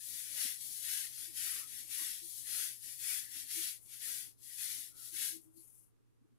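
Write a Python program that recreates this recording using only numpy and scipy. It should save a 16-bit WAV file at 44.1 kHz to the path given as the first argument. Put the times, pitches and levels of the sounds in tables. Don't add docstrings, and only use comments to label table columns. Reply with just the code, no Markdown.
import sys
import numpy as np
from scipy import signal
from scipy.fft import rfft, irfft, next_fast_len
from scipy.io import wavfile

SR = 44100
rng = np.random.default_rng(int(sys.argv[2]) if len(sys.argv) > 2 else 0)


def unload_audio(sound):
    columns = np.transpose(np.atleast_2d(sound))
    steps = np.round(np.clip(columns, -1, 1) * 32767)
    wavfile.write(sys.argv[1], SR, steps.astype(np.int16))


N = 281602
TIME = np.arange(N) / SR
FFT_SIZE = next_fast_len(N + SR // 4, real=True)
FREQS = np.maximum(np.fft.rfftfreq(FFT_SIZE, 1 / SR), 1)

# hz, relative level_db
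HISS_COLOUR = [(2000, -26.5), (4500, -30), (6500, -3), (8000, 1), (10000, -1), (15500, -3.5)]
# hz, relative level_db
SCRATCH_COLOUR = [(1200, -41.5), (2300, -36.5), (3100, -7), (4200, 0), (6000, 1), (7500, -1.5),
                  (10000, -28.5), (15500, -23.5)]
# hz, relative level_db
RASP_COLOUR = [(300, -1.5), (1000, -9.5), (1400, -0.5), (1900, 0), (2700, -1.5), (3400, -1.5),
               (5000, -29.5), (15000, -37)]
# pitch_hz, width_hz, strength_db
BRUSH_RESONANCES = [(1870, 220, 7), (3600, 170, 7)]
SCRATCH_DB = -4
SCRATCH_FOLLOWS = 0.18
HAND_SHADE_DB = (0.8, -4.5)


def brushing(hiss_gain_db=-0.37, rasp_gain_db=2.08, deepest_hz=1330, rise_hz_per_db=17,
             snag_db=0.36, snag_hz=25, grip_db=-0.06, grip_hz=25):
    level_db, pressure_db, hand_share = strokes()
    snags = snag_db * drift(snag_hz)
    level_db = level_db + snags
    pressure_db = pressure_db + snags + grip_db * drift(grip_hz)
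    per_s = 11000 * from_db(.3 * (level_db - level_db.max()))

    def grains(clump_db, clump_hz, astray):
        return slips(per_s, 1.9, clump_db, clump_hz, astray) / np.sqrt(per_s)

    hiss_grains = grains(clump_db=0.5, clump_hz=218.3, astray=0.44)
    hiss = friction(hiss_grains, response(HISS_COLOUR)[0], level_db + hiss_gain_db)

    scratch_db = SCRATCH_DB + (1 - SCRATCH_FOLLOWS) * level_db + SCRATCH_FOLLOWS * pressure_db
    scratch_grains = grains(clump_db=0.0, clump_hz=148, astray=.25)
    scratch = friction(scratch_grains, response(SCRATCH_COLOUR)[0], scratch_db)

    brush_body = 1
    for hz, width, db in BRUSH_RESONANCES:
        brush_body = brush_body + (from_db(db) - 1) / (1 + 2j * (FREQS - hz) / width)
    rasp_grains = grains(clump_db=-1.0, clump_hz=99.3, astray=.25)
    rasp = friction(rasp_grains, response(RASP_COLOUR)[0] * brush_body, pressure_db + rasp_gain_db)
    below_peak_db = np.minimum(pressure_db.max() - pressure_db, 20)
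    rasp = lower_edge(rasp, deepest_hz + rise_hz_per_db * below_peak_db)
    return hiss, scratch + rasp * from_db(np.outer(HAND_SHADE_DB, hand_share))


# start_s, length_s, mid-stroke level_db,
# arch_db (how far both ends lie below the middle), lean_db (added from middle to end)
BRUSH_PULLS = [(0.326, 0.21, -39.5, 9.0, 1.5), (0.838, 0.27, -41.0, 9, -3), (1.377, 0.22, -42.0, 2, -0.5),
               (1.919, 0.27, -42.5, 5, -2.5), (2.475, 0.26, -40.5, 9.0, -2.0),
               (3.002, 0.25, -40.0, 10.5, -1.5), (3.513, 0.179, -41.5, 2.0, 0.5),
               (4.022, 0.213, -43.5, 5.5, -1), (4.611, 0.23, -44.5, 2, -3), (5.16, 0.13, -40.5, 3, 1.5)]
# start_s, length_s, mid-stroke level_db,
# lean_db, rasp_db (deep rasp against the hiss)
HAND_SMOOTHS = [(0.006, 0.2, -48, 1.5, -19), (0.136, 0.18, -50, 2, -12.0), (0.616, 0.22, -47, -0.5, -21.0),
                (1.139, 0.12, -48.5, 2.0, -15.5), (1.69, 0.13, -49.0, 1.0, -14.5),
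                (2.234, 0.172, -49, 2.5, -25.0), (2.84, 0.105, -48.5, -0.5, -18),
                (3.32, 0.085, -47.5, 2, -13.5), (3.886, 0.062, -55.5, 5, -13),
                (4.44, 0.149, -52.5, 3.0, -18.5), (4.981, 0.1, -52.0, 3, -23)]
SMOOTH_ARCH_DB = 1.3
PULL_RASP_DB = -13
RASP_EASE_DB_PER_S = 0.27
RASP_EXTRA_SWING = 0.25


def strokes():
    pulls = [(db, PULL_RASP_DB - RASP_EASE_DB_PER_S * start, stroke_db(start, length, arch, lean))
             for start, length, db, arch, lean in BRUSH_PULLS]
    smooths = [(db, rasp, stroke_db(start, length, SMOOTH_ARCH_DB, lean))
               for start, length, db, lean, rasp in HAND_SMOOTHS]
    level_db = together(db + shape for db, _, shape in pulls + smooths)
    swing = 1 + RASP_EXTRA_SWING
    brush_db = together(db + rasp + swing * shape for db, rasp, shape in pulls)
    hand_db = together(db + rasp + swing * shape for db, rasp, shape in smooths)
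    pressure_db = together([brush_db, hand_db])
    return level_db, pressure_db, from_db(hand_db - pressure_db) ** 2


ATTACK_DB_PER_S, RELEASE_DB_PER_S = 300, 148
LIFT_OFF_S = .13
ROOM_LEAD_S = 0.0063


def stroke_db(start, length, arch_db, lean_db):
    t = TIME + ROOM_LEAD_S - start
    along = np.clip(2 * t / length - 1, -1, 1)
    before, after = np.maximum(-t, 0), np.maximum(t - length, 0)
    off_hair_db = ATTACK_DB_PER_S * before + RELEASE_DB_PER_S * after
    off_hair_db += 20 * ((before + after) / LIFT_OFF_S) ** 4
    return np.maximum(lean_db * along - arch_db * along ** 2 - off_hair_db, -100)


def slips(per_s, spread_db, clump_db, clump_hz, astray=.38):
    born = rng.random(N) < per_s / SR
    uneven_db = spread_db * np.minimum(rng.exponential(1, N), 4)
    size = from_db(uneven_db + clump_db * drift(clump_hz))
    left = born * size * rng.choice([-1, 1], N)
    right = np.where(rng.random(N) < astray, -left, left)
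    return np.array([left, right])


def friction(grains, gain, level_db):
    heard = np.sqrt(np.mean(np.sum((response(MICROPHONES) * gain) ** 2, axis=0))) / 2
    return colour(grains / np.std(grains), gain / heard) * from_db(level_db)


def lower_edge(x, edge_hz, steepness=8, leak_db=-25, count=5):
    edges = np.linspace(1100, 1900, count)
    place = np.interp(edge_hz, edges, np.arange(count))
    out = 0
    for k, hz in enumerate(edges):
        gain = np.maximum(1 / np.sqrt(1 + (hz / FREQS) ** (2 * steepness)), from_db(leak_db))
        out = out + colour(x, gain) * np.clip(1 - np.abs(place - k), 0, 1)
    return out


# start_s, length_s, mid-stroke level_db, lean_db
PALM_SLIDES = [(3.825, 0.045, -62, 0.5), (5.391, 0.038, -70.5, 3.5), (5.579, 0.23, -64.5, -2.3)]
# hz, relative level_db
SKIN_COLOUR = [(1000, -14.5), (3700, -17), (4400, -16), (5400, -7.5), (7000, 0.5), (9500, 2), (12000, 0.5),
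               (15500, -4)]


def palm(arch_db=-0.1):
    level_db = together(db + stroke_db(start, length, arch_db, lean)
                        for start, length, db, lean in PALM_SLIDES)
    grains = slips(7400, spread_db=0.5, clump_db=1.7, clump_hz=120)
    return friction(grains, response(SKIN_COLOUR)[0], level_db)


# crest_s,
# fade_s (crest to about a third of its height), pitch_hz, level_db before the gains and the room
HOLLOW_SCUFFS = [(0.385, 0.015, 870, -69.5), (0.393, 0.075, 567, -72.5), (0.983, 0.029, 1090, -68),
                 (1.566, 0.082, 1284, -61), (1.578, 0.047, 504, -71), (2.01, 0.026, 1110, -64.5),
                 (3.242, 0.075, 1820, -61), (4.51, 0.045, 1900, -65.5), (5.006, 0.086, 1405, -69.5),
                 (5.59, 0.032, 4500, -75.5)]
SCUFF_Q = 6.2


def scuffs(gain_db=3.5):
    out = 0
    for crest, fade, hz, db in HOLLOW_SCUFFS:
        out = out + from_db(db) * swell(crest, fade) * ringing(hz, hz / SCUFF_Q)
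    return from_db(gain_db) * out


# crest_s, fade_s (crest to about a third of its height), pitch_hz,
# tone level_db at the crest, before the left and right gains
LOW_BUMPS = [(0.456, 0.0088, 252, -53.5), (1.295, 0.015, 330, -62), (1.461, 0.013, 329, -67.5),
             (2.019, 0.013, 326, -59.5), (2.246, 0.025, 341, -61.5), (3.371, 0.015, 285, -62.5),
             (3.589, 0.027, 326.6, -52), (5.142, 0.018, 326, -62), (5.362, 0.038, 327.5, -55),
             (5.482, 0.031, 319, -62.5), (5.582, 0.038, 330.5, -62), (6.219, 0.0096, 250, -68),
             (6.253, .009, 320, -67), (6.327, 0.013, 239, -73)]


def bumps(rough_db=-15):
    out, rough = np.zeros(N), from_db(rough_db)
    unrest = ringing(hz=290, width=110)
    for crest, fade, hz, db in LOW_BUMPS:
        tone = np.sin(2 * np.pi * hz * TIME + rng.uniform(0, 2 * np.pi))
        out += from_db(db) * swell(crest, fade) * (tone + rough * unrest)
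    return out * np.array([[1.9], [-.35]])


def swell(crest, fade):
    return np.exp(-np.minimum(((TIME - crest) / fade) ** 2, 50))


def ringing(hz, width):
    b, a = signal.iirpeak(hz, hz / width, fs=SR)
    once = signal.lfilter(b, a, rng.standard_normal(N))
    return rms_one(signal.lfilter(b, a, once))


ROOM_T60_S, ROOM_DB = 0.12, 1


def bathroom(x, spots_per_s, glance, count):
    t = TIME[:SR // 5]
    place = spots_per_s * TIME + 1.34 * drift(2.43)
    soft = np.hanning(7) / 3
    out = 0
    for spot in range(count):
        echoes = rng.standard_normal((2, len(t))) * from_db(-60 * t / ROOM_T60_S) * (t > .002)
        echoes *= from_db(ROOM_DB) / np.sqrt(np.sum(echoes ** 2, axis=1, keepdims=True))
        early = np.zeros_like(echoes)
        delays = rng.integers(SR // 2000, SR // 280, size=(2, 3))
        early[[[0], [1]], delays] = rng.choice([-1, 1], size=(2, 3))
        echoes += glance * signal.lfilter(soft, 1, early)
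        echoes[0, 0] += 1
        away = np.abs((place - spot + count / 2) % count - count / 2)
        near = np.sqrt(np.clip(1 - away, 0, 1))
        out = out + signal.oaconvolve(x * near, echoes, axes=1)[:, :N]
    return out / np.sqrt(1 + from_db(ROOM_DB) ** 2)


# hz, relative level_db per hertz
AIR_COLOUR = [(30, -8), (60, -12), (120, 1.5), (180, -13), (260, -4), (340, -6.5), (450, -8), (600, -19.5),
              (1200, -17), (2000, -23.5), (5000, -28), (12000, -26.5), (15000, -45)]
# pitch_hz,
# rms level_db before the random drift and the left and right gains
LOW_TONES = [(60, -108.5), (120, -81.5), (323, -105)]


def background(air_db=-82.0, rustle_db=-80, bass_side_db=16.5, bass_edge_hz=230, lumpy_db=5.0):
    opposite = np.array([[1], [-1]])
    width = from_db(bass_side_db / (1 + (FREQS / bass_edge_hz) ** 2))

    def wide_noise(gain):
        shared = colour(rng.standard_normal(N), gain)
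        opposed = colour(rng.standard_normal(N), gain * width)
        return rms_one(shared + opposite * opposed)

    air = from_db(air_db) * wide_noise(response(AIR_COLOUR))
    moving = from_db(np.interp(TIME, [5.3, 5.9], [0, -25]) + lumpy_db * np.minimum(drift(7.7), 1))
    rustle_colour = response([(30, -7.5), (60, 1.0), (130, 0.5), (200, -7), (270, 3.5),
                              (450, -9.0), (800, -12.5), (2000, -21.5)])
    rustle = from_db(rustle_db) * moving * wide_noise(rustle_colour)
    tones = 0
    for hz, db in LOW_TONES:
        tone = np.sin(2 * np.pi * hz * TIME + rng.uniform(0, 2 * np.pi))
        tones = tones + from_db(db) * np.sqrt(2) * tone
    tones = tones * from_db(1.5 * drift(6) + np.interp(TIME, [5.3, 5.9], [0, -4]))
    return air + rustle + tones * (1 - from_db(6.5) * opposite)


def from_db(db):
    return 10 ** (np.asarray(db) / 20)


def together(levels_db):
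    return 10 * np.log10(sum(from_db(db) ** 2 for db in levels_db))


def rms_one(x):
    return x / np.sqrt(np.mean(np.atleast_2d(x).mean(axis=0) ** 2) + 1e-20)


def response(points):
    hz, *columns = np.transpose(points)
    return np.array([from_db(np.interp(np.log(FREQS), np.log(hz), column)) for column in columns])


def colour(x, gain):
    return irfft(rfft(x, FFT_SIZE) * gain, FFT_SIZE)[..., :N]


def drift(rate_hz):
    return rms_one(colour(rng.standard_normal(N), 1 / (1 + (FREQS / rate_hz) ** 2)))


# hz, left_db, right_db
MICROPHONES = [(800, -0.5, -4), (1830, -4, -9), (2470, 2, 0.5), (4180, 0, -2.5), (5850, -1.5, -0.5),
               (7880, 0.5, -5), (9090, 5, -6.5), (9760, 8.5, -9.5), (10640, 12.5, -7), (11570, 10, -4.5),
               (12800, 4, -28), (14350, 1.5, -9)]


def scene():
    hiss, scrape = brushing()
    bright = bathroom(hiss + palm(), spots_per_s=35, glance=0.51, count=7)
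    body = from_db(-3.0) * bathroom(scrape + scuffs(), spots_per_s=10, glance=0.99, count=15)
    return colour(bright + body, response(MICROPHONES)) + bumps() + background()


CUTOFF_HZ = 15600


def record(dry):
    return colour(dry, 1 / np.sqrt(1 + (FREQS / CUTOFF_HZ) ** 700))


dry = scene()
out = record(dry)
unload_audio(out)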